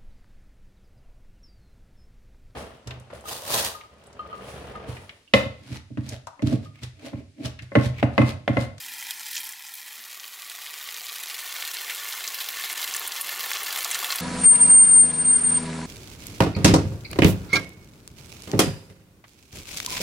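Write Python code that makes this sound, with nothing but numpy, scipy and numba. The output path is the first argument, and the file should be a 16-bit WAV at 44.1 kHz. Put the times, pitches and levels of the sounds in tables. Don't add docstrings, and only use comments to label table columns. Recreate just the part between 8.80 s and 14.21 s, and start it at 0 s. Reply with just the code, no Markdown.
import sys
import numpy as np
from scipy import signal
from scipy.fft import rfft, irfft
from scipy.io import wavfile
from scipy.ndimage import uniform_filter1d
from numba import njit

SR = 44100
rng = np.random.default_rng(int(sys.argv[2]) if len(sys.argv) > 2 else 0)


def file_out(sig):
    cols = np.atleast_2d(sig).T
    lim = np.clip(cols, -1, 1)
    pcm = np.round(lim * 32767).astype(np.int16)
    wavfile.write(sys.argv[1], SR, pcm)


N = 238536
TIME = np.arange(N) / SR
TOP_HZ = 15700


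def amp(db):
    return 10 ** (np.asarray(db) / 20)


def unit(x):
    return x / np.sqrt(np.mean(x ** 2))


def colour(x, points, bumps=(), size=2048):
    f = np.maximum(np.arange(size // 2 + 1) * SR / size, 1)
    hz, db = np.transpose(points)
    gain_db = np.interp(np.log(f), np.log(hz), db)
    for centre, width, height in bumps:
        gain_db = gain_db + height / (1 + (2 * (f - centre) / width) ** 2)
    cepstrum = irfft(np.log(amp(gain_db)))
    cepstrum[1:size // 2] *= 2
    cepstrum[size // 2 + 1:] = 0
    return signal.fftconvolve(x, irfft(np.exp(rfft(cepstrum))))[:len(x)]


def band(x, lo_hz, hi_hz, order=3):
    return signal.sosfilt(signal.butter(order, [lo_hz, hi_hz], "band", fs=SR, output="sos"), x)


def sputter(per_s, fade_s, depth):
    kicks = (rng.random(N) < per_s / SR) * rng.uniform(0.22, 1, N)
    activity = 1 + depth * signal.lfilter([1], [1, -np.exp(-1 / (fade_s * SR))], kicks)
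    return activity / uniform_filter1d(activity, SR // 10)


@njit
def bursts(start_s, hz, cycles, size):
    out = np.zeros(N)
    for k in range(len(start_s)):
        first, life = int(start_s[k] * SR), cycles[k] * SR / hz[k]
        phasor = size[k] + 0j
        step = np.exp(2j * np.pi * hz[k] / SR - 1 / life)
        for i in range(first, min(first + int(6 * life) + 2, N)):
            phasor *= step
            out[i] += phasor.imag
    return out


def bubbles(activity, lowest_hz, spread_db, cycles, ceiling, count):
    when, pitch, chance, damping, sign = rng.random((count, 5)).T
    hz = lowest_hz + 16500 * pitch ** 2
    drive = activity[(pitch * len(activity)).astype(int), (when * N).astype(int)]
    size = drive * amp(spread_db * np.minimum(-np.log(1 - chance), ceiling))
    size = size * np.sqrt(hz * pitch) * np.sign(sign - .5)
    return unit(bursts(when * N / SR, hz, cycles * (.5 + damping), size))


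def echoes(x, fade_s, size=512):
    hop = size // 2
    frames = np.arange(0, N + hop, hop)[:, None] + np.arange(size)
    pieces = np.pad(x, (hop, size))[frames] * signal.windows.cosine(size)
    t = TIME[:size]
    trains = rng.standard_normal(pieces.shape) * np.exp(-t / fade_s) * (t > .0004)
    trains /= np.linalg.norm(trains, axis=1, keepdims=True)
    out = np.zeros(N + 4 * size)
    for k, piece in enumerate(signal.fftconvolve(pieces, trains, axes=1)):
        out[k * hop:k * hop + len(piece)] += piece
    return out[hop:hop + N]


def boiling_fat(pitch_ranges=5):
    together = sputter(per_s=34, fade_s=0.0058, depth=0.66)
    apart = np.array([sputter(per_s=45, fade_s=0.0045, depth=1.0) for _ in range(pitch_ranges)])
    activity = together * apart
    fizz = bubbles(activity, lowest_hz=117, spread_db=1.94, cycles=1.04, ceiling=6.1, count=100000)
    crackle = bubbles(activity, lowest_hz=300, spread_db=4.0, cycles=0.5, ceiling=4.16, count=6000)
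    snapping = rng.random(N) < 260 / SR
    snaps = snapping * amp(5.3 * np.minimum(rng.exponential(size=N), 2.7)) * rng.choice([-1, 1], N)
    direct = fizz + amp(-4.0) * crackle + amp(-2.0) * unit(snaps)
    return direct + amp(-5.5) * echoes(direct, fade_s=0.0065)


# centre in Hz, width in Hz, gain in dB.
FAR_RINGS = [(1970, 150, 3), (2420, 230, 6.5), (3200, 190, 6), (3640, 74, 0), (4950, 120, 7.5),
             (5760, 180, 1), (7550, 230, 5)]
FAR_NOTCHES = [(550, 73, -7), (1195, 180, -15), (1540, 88, -15), (2200, 170, -4), (2850, 200, -3),
               (4770, 220, -8)]


def across_table(x, points, ring_share=1):
    bumps = list(FAR_RINGS) + list(FAR_NOTCHES)
    return colour(x, points, [(hz, width, ring_share * db) for hz, width, db in bumps])


# centre in Hz, width in Hz, gain in dB.
OPEN_RINGS = [(1163, 144, 9.5), (1530, 120, 4), (1650, 120, -3.5), (1907, 280, 5.5), (2460, 190, 3.5),
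              (2670, 86, -3.5), (3160, 150, 2.5), (3650, 60, 2.5), (4010, 120, 2.5), (4720, 250, 1.5),
              (8760, 350, -3.5)]
COVERED_RINGS = [(515, 160, 1.6), (1120, 134, 7.2), (1428, 104, 6), (1787, 120, 9), (2120, 110, 6.9),
                 (2370, 91, 1.7), (2740, 100, 5.2), (3100, 97, 4.3), (3435, 77, 6.7), (4130, 170, 4.8),
                 (4780, 110, 4.2), (5540, 78, 4.5), (6130, 91, 3.7), (6900, 81, 2), (7660, 120, 3.9)]


def above_pan(x, points, ring_share=1, arrive_s=(2.3, 2.8), move_s=(3.4, 3.3), detune=0.0087):
    def ringing(table, stretch=1):
        return colour(x, points, [(hz * stretch, width, ring_share * db) for hz, width, db in table])
    hands = np.interp(TIME, arrive_s, [0, 1])
    moved = np.interp(TIME, move_s, [0, 1])
    before, after = ringing(COVERED_RINGS, 1 + detune), ringing(COVERED_RINGS, 1 - detune)
    covered = (1 - moved) * before + moved * after
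    return (1 - hands) * ringing(OPEN_RINGS) + hands * covered


# middle in seconds, length in seconds, then the rise in dB of
FLARES = [(0.55, 0.049, -5, 3, 3), (0.97, 0.038, 0, 1, 3.5), (2.79, 0.051, 5.5, 3, 2),
          (2.927, 0.016, -10, -9, -4), (2.972, 0.02, -3, 3, -1.5), (3.86, 0.3, 1.5, 4, 3),
          (3.943, 0.018, 1, -10.5, -11), (4.216, 0.029, 7, 2, 0), (4.305, 0.045, -2, -3, -5),
          (4.367, 0.021, 2, 3.5, 2), (4.423, 0.034, -3.5, -9, -6), (4.752, 0.03, 2, 3, -1.5),
          (4.98, 0.046, 5, 2, 2.5), (5.235, 0.04, 4.5, 1.5, 1), (5.324, 0.013, 3, 4, 5)]


def flares():
    return sum(np.outer(rises_db, np.exp(-(2 * (TIME - s) / length_s) ** 2))
               for s, length_s, *rises_db in FLARES)


# time in seconds, base level in dB.
SIZZLE_LEVEL = [(0, -39), (.38, -39), (.6, -38.5), (.68, -40), (.76, -44), (1.45, -43), (1.95, -39.5),
                (2.42, -38.5), (2.65, -37), (3.25, -35.5), (3.7, -37.5), (4.08, -34.5), (4.45, -34.5),
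                (4.85, -34), (5.4, -33)]
# frequency in Hz, gain in dB.
FAR_COLOUR = [(120, -26), (240, -17), (690, -11), (790, 0.5), (940, 4), (1400, 3.5), (1700, 4),
              (2450, -1.5), (3000, -1.5), (6000, 1), (8500, 2.5), (12500, 5.5), (15500, 6)]
NEAR_COLOUR = [(120, -30), (280, -22), (360, -11), (480, -8.5), (570, -11), (720, -3.5), (880, -3),
               (1600, -3), (2000, -0.5), (3800, 0.5), (5200, -2.5), (7000, -1.5), (8500, -4), (14000, 0.5),
               (15500, 1)]


def sizzle(nearness, bubbling_db=-14.5, bubbling_db_per_s=1.69, spray_db=0.05):
    source = boiling_fat()
    far, near = across_table(source, FAR_COLOUR), above_pan(source, NEAR_COLOUR)
    base_db = np.interp(TIME, *np.transpose(SIZZLE_LEVEL))
    bubbling_rise_db, crackle_rise_db, spray_rise_db = flares()
    bands = [(110, 1500, bubbling_db + bubbling_db_per_s * TIME + bubbling_rise_db),
             (1500, 6000, crackle_rise_db),
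             (6000, 17000, spray_db + spray_rise_db)]
    crossfade_dip = np.hypot(nearness, 1 - nearness) ** .5
    f = np.arange(N // 2 + 1) * SR / N
    out = 0
    for lo_hz, hi_hz, offset_db in bands:
        passband = 1 / (1 + (f / hi_hz) ** 12) - 1 / (1 + (f / lo_hz) ** 12)
        far_band, near_band = (unit(irfft(rfft(x) * passband, N)) for x in (far, near))
        blend = (1 - nearness) * far_band + nearness * near_band
        out = out + amp(base_db + offset_db) * blend / crossfade_dip
    return out


# frequency in Hz, gain in dB.
RUMBLE_COLOUR = [(25, -4), (55, -7), (70, -6), (95, 3.5), (135, 4), (240, 10), (400, 5), (800, -46)]
# time in seconds, level in dB.
RUMBLE_LEVEL = [(0, -70), (0.6, -76.5), (0.8, -80), (1.6, -79.5), (2.5, -76), (4.0, -71), (5.4, -66.5)]


def rumble(hum_db=-12.5):
    noise = unit(colour(rng.standard_normal(N), RUMBLE_COLOUR))
    hum = unit(band(rng.standard_normal(N), 63.4, 73.5, order=2))
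    level_db = np.interp(TIME, *np.transpose(RUMBLE_LEVEL))
    return amp(level_db) * (noise + amp(hum_db) * hum)


def lesser_spits(count=80, offset_db=-5, spread_db=3, lo_hz=2000, hi_hz=5500, fade_s=.0012):
    when, pitch, *chance = rng.random((count, 4)).T
    start_s = when * N / SR
    base_db = np.interp(start_s, *np.transpose(SIZZLE_LEVEL)) + offset_db
    pop_db, snap_db = base_db + spread_db * (2 * np.array(chance) - 1)
    pop_hz = lo_hz * (hi_hz / lo_hz) ** pitch
    return [(*row, fade_s) for row in zip(start_s, pop_hz, pop_db, 2.56 * pop_hz, snap_db)]


# start in seconds, pop pitch in Hz, pop level in dB,
# snap pitch in Hz, snap level in dB, spatter fade in seconds.
LOUD_SPITS = [(0.3078, 3450, -30, 10100, -27.5, 0.0045), (0.459, 5090, -40, 6740, -42, 0.0013),
              (0.514, 3200, -51, 12500, -33, 0.002), (0.531, 3800, -35, 11330.0, -33, 0.01),
              (0.5505, 5000, -32, 10500, -37, 0.006), (0.5666, 3830, -27, 5400, -29, 0.0071),
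              (0.579, 4450, -29, 5970, -45, 0.0044), (0.6028, 2760, -37, 11700, -30.5, 0.0097),
              (0.6395, 3300, -51, 12500, -31, 0.0099), (0.6692, 3640.0, -48, 12030.0, -35, 0.0019),
              (0.691, 4360.0, -41, 10690.0, -33, 0.0046), (0.7236, 4830.0, -45, 7150, -35.5, 0.0022),
              (0.866, 4930, -47, 6120, -42, 0.007), (0.939, 3220.0, -45, 11080.0, -33.5, 0.0054),
              (0.953, 5210, -44, 13500, -37, 0.0033), (1.398, 4500, -38, 5960, -49, 0.003),
              (1.4418, 3060, -38.5, 11430.0, -51, 0.003), (1.537, 3000, -54, 8700, -47, 0.0022),
              (1.621, 3650, -40, 9500, -39, 0.0028), (1.698, 4800, -36, 8000, -33.5, 0.0034),
              (1.751, 3660, -44, 8200, -43, 0.0034), (1.784, 1080, -43, 7000, -60, 0.0037),
              (1.8615, 2670, -37.5, 11340.0, -46, 0.004), (1.94, 3700, -39, 7260, -41, 0.001),
              (2.0888, 3280, -35.5, 8120.0, -46, 0.003), (2.112, 3210, -41, 6350, -45, 0.001),
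              (2.1435, 4740.0, -34.5, 6400, -40, 0.0038), (2.1655, 3880, -39, 12500, -37, 0.0011),
              (2.2085, 3500, -38, 7500, -47, 0.0022), (2.2415, 3980, -44, 6360, -39, 0.0022),
              (2.2674, 4240, -35.5, 10100.0, -40, 0.003), (2.2905, 3150, -37, 13200, -42, 0.002),
              (2.3285, 3110, -47, 9900, -40, 0.001), (2.3586, 3750, -35, 10930.0, -34, 0.006),
              (2.4346, 2680, -36, 9700.0, -32, 0.0043), (2.472, 3920, -38, 5570, -45, 0.001),
              (2.4989, 3400, -32.5, 8620.0, -36, 0.014), (2.543, 3380, -34, 8000, -38, 0.0061),
              (2.5894, 2900, -34.5, 8700, -32.5, 0.013), (2.7255, 3870, -37, 7000, -35, 0.0015),
              (2.8239, 2620, -30.5, 6300, -43, 0.0038), (2.8508, 3840, -34, 11250.0, -33, 0.006),
              (2.8775, 4300, -34.5, 6600, -36, 0.00093), (2.9145, 4840, -35.5, 12600, -38, 0.0033),
              (2.9407, 3100.0, -40, 11410.0, -31, 0.0054), (2.9695, 3420, -32, 10700, -43, 0.00075),
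              (2.9863, 3345, -35, 13800, -40, 0.0029), (3.0971, 2940, -29, 8500, -34, 0.011),
              (3.1482, 3630.0, -41, 10100, -32, 0.0034), (3.3249, 4190.0, -33, 7720.0, -40, 0.0024),
              (3.4415, 3570, -33, 6570, -34.5, 0.0025), (3.4766, 4970, -31.5, 5600, -33, 0.004),
              (3.5438, 3640, -31, 13340.0, -27.5, 0.0099), (3.6034, 3430, -27.5, 12610.0, -27.5, 0.021),
              (3.6874, 4030, -30.5, 12990.0, -28.5, 0.0041), (3.8099, 1960, -40, 10100, -33, 0.0043),
              (3.8384, 2780.0, -32, 10170.0, -46, 0.001), (3.9012, 2800, -37, 7320.0, -49, 0.005),
              (3.9277, 3060.0, -43, 10600, -27.5, 0.0017), (4.0176, 5020.0, -33, 11250.0, -34, 0.004),
              (4.0285, 3820.0, -30, 12160.0, -35, 0.0029), (4.0426, 4900.0, -30, 10540.0, -31, 0.004),
              (4.139, 4300, -43, 6250, -27.5, 0.0022), (4.1473, 1820, -32, 9030.0, -29, 0.0018),
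              (4.1648, 2680.0, -48, 8200, -25.5, 0.0027), (4.1955, 2120, -48, 14000, -28, 0.0013),
              (4.2757, 3090.0, -44, 11300, -24, 0.0048), (4.3204, 4310.0, -31.5, 8610.0, -33, 0.0029),
              (4.4113, 3600, -35, 11000, -22, 0.008), (4.4923, 3240, -32, 13340.0, -29, 0.0041),
              (4.6062, 3870.0, -31.5, 13830.0, -29, 0.0049), (4.6595, 1500, -34, 13590.0, -31, 0.0032),
              (4.7155, 1730, -26.5, 6500, -31, 0.0027), (4.7337, 4940, -28, 6840, -30.5, 0.0029),
              (4.7704, 4330.0, -32, 5870.0, -55, 0.001), (4.8327, 3110.0, -46, 11430.0, -27.5, 0.0034),
              (4.9055, 4290.0, -30.5, 6890.0, -45, 0.0073), (4.9271, 4050, -34, 12450.0, -31, 0.004),
              (4.9598, 2370, -29.0, 14140.0, -28, 0.0043), (4.9878, 2340.0, -33, 8500, -28, 0.0041),
              (5.029, 2600, -38, 12500, -29, 0.0035), (5.0461, 5660, -25, 10700, -27, 0.0037),
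              (5.1127, 2350, -29, 8100, -22, 0.0074), (5.1453, 3950, -26.5, 6850, -23, 0.006),
              (5.154, 1690, -27.5, 7000, -34, 0.0078), (5.1905, 4000, -34, 12500, -29, 0.0018),
              (5.2444, 2730, -26.0, 11740.0, -27, 0.0051), (5.3039, 1100, -35, 3800, -27, 0.0038),
              (5.3232, 2880, -29, 6070, -28.5, 0.005), (5.3245, 970, -32.5, 4050, -34, 0.005),
              (5.358, 3190.0, -39, 10580.0, -24, 0.0026), (5.3845, 3620, -31, 9100, -38, 0.0036)]
# frequency in Hz, gain in dB.
SPIT_COLOUR = [(300, -6), (4000, 3), (9000, 1)]


def spits(nearness, click_db=-3, grain_db=4, ring_share=0.94, body_hz=700, body_db=-18, size=2048):
    out = np.zeros(N + size)
    for start_s, pop_hz, pop_db, snap_hz, snap_db, fade_s in list(LOUD_SPITS) + lesser_spits():
        noise, grain = rng.standard_normal((2, size))
        spatter = noise * amp(grain_db * grain) * np.exp(-TIME[:size] / fade_s)
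        spatter[0] += amp(click_db) * np.linalg.norm(spatter) * np.sqrt(.003 / fade_s)
        first = int(start_s * SR)
        parts = [(pop_hz, 1.18, amp(pop_db)),
                 (snap_hz, 0.77, amp(snap_db)),
                 (body_hz, 2.06, amp(pop_db + body_db) * nearness[first])]
        for hz, octaves, gain in parts:
            burst = band(spatter, hz * 2 ** (-octaves / 2), min(hz * 2 ** (octaves / 2), TOP_HZ))
            out[first:first + size] += gain * np.sqrt(.005 * SR) * burst / np.linalg.norm(burst)
    far = across_table(out[:N], SPIT_COLOUR, ring_share)
    near = above_pan(out[:N], SPIT_COLOUR, ring_share)
    return (1 - nearness) * far + nearness * near


def knock(at_s=1.178, ring_hz=238, swell_s=.02, ring_gain_db=-50, thud_gain_db=-59):
    t = np.maximum(TIME - at_s, 0)
    swell = 1 - np.exp(-t / swell_s)
    ring = amp(ring_gain_db) * np.sin(2 * np.pi * ring_hz * t) * np.exp(-t / 0.025)
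    thud = amp(thud_gain_db) * unit(band(rng.standard_normal(N), 240, 620)) * np.exp(-t / 0.024)
    return swell * (ring + thud)


def egg_spray(rise_s=(1.9, 3.5), gain_db=-47.5, lo_hz=11000, grain_db=7):
    droplets = rng.standard_normal(N) * amp(grain_db * np.minimum(rng.standard_normal(N), 3))
    sprays = sputter(per_s=15, fade_s=0.005, depth=16.0)
    rise = np.interp(TIME, rise_s, [0, 1])
    return amp(gain_db) * rise * unit(band(droplets * sprays, lo_hz, TOP_HZ))


def eggshell(middle_s=3.1, length_s=0.059, gain_db=-34.0, lo_hz=1750, hi_hz=2500):
    chips = rng.standard_normal(N) * rng.exponential(size=N)
    press = np.exp(-(2 * (TIME - middle_s) / length_s) ** 2)
    return amp(gain_db) * unit(band(chips, lo_hz, hi_hz, order=2)) * press


# frequency in Hz, side relative to mid in dB.
STEREO_WIDTH = [(60, -27), (110, -23), (200, -32), (380, -18.5), (700, -15), (1290, -19.5), (2380, -25),
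                (4400, -24), (8120, -10.5), (15000, -23)]


def scene(crossfade_s=(0.96, 1.28)):
    nearness = np.interp(TIME, crossfade_s, [0, 1])
    mid = sizzle(nearness) + spits(nearness) + eggshell() + egg_spray() + knock()
    side = colour(echoes(mid, fade_s=0.0011), STEREO_WIDTH)
    return np.array([amp(-2.5) * (mid + side), amp(-2.25) * (mid - side)]) + rumble()


def record(dry):
    return signal.sosfilt(signal.ellip(10, .1, 80, TOP_HZ, fs=SR, output="sos"), dry)


dry = scene()
out = record(dry)
file_out(out)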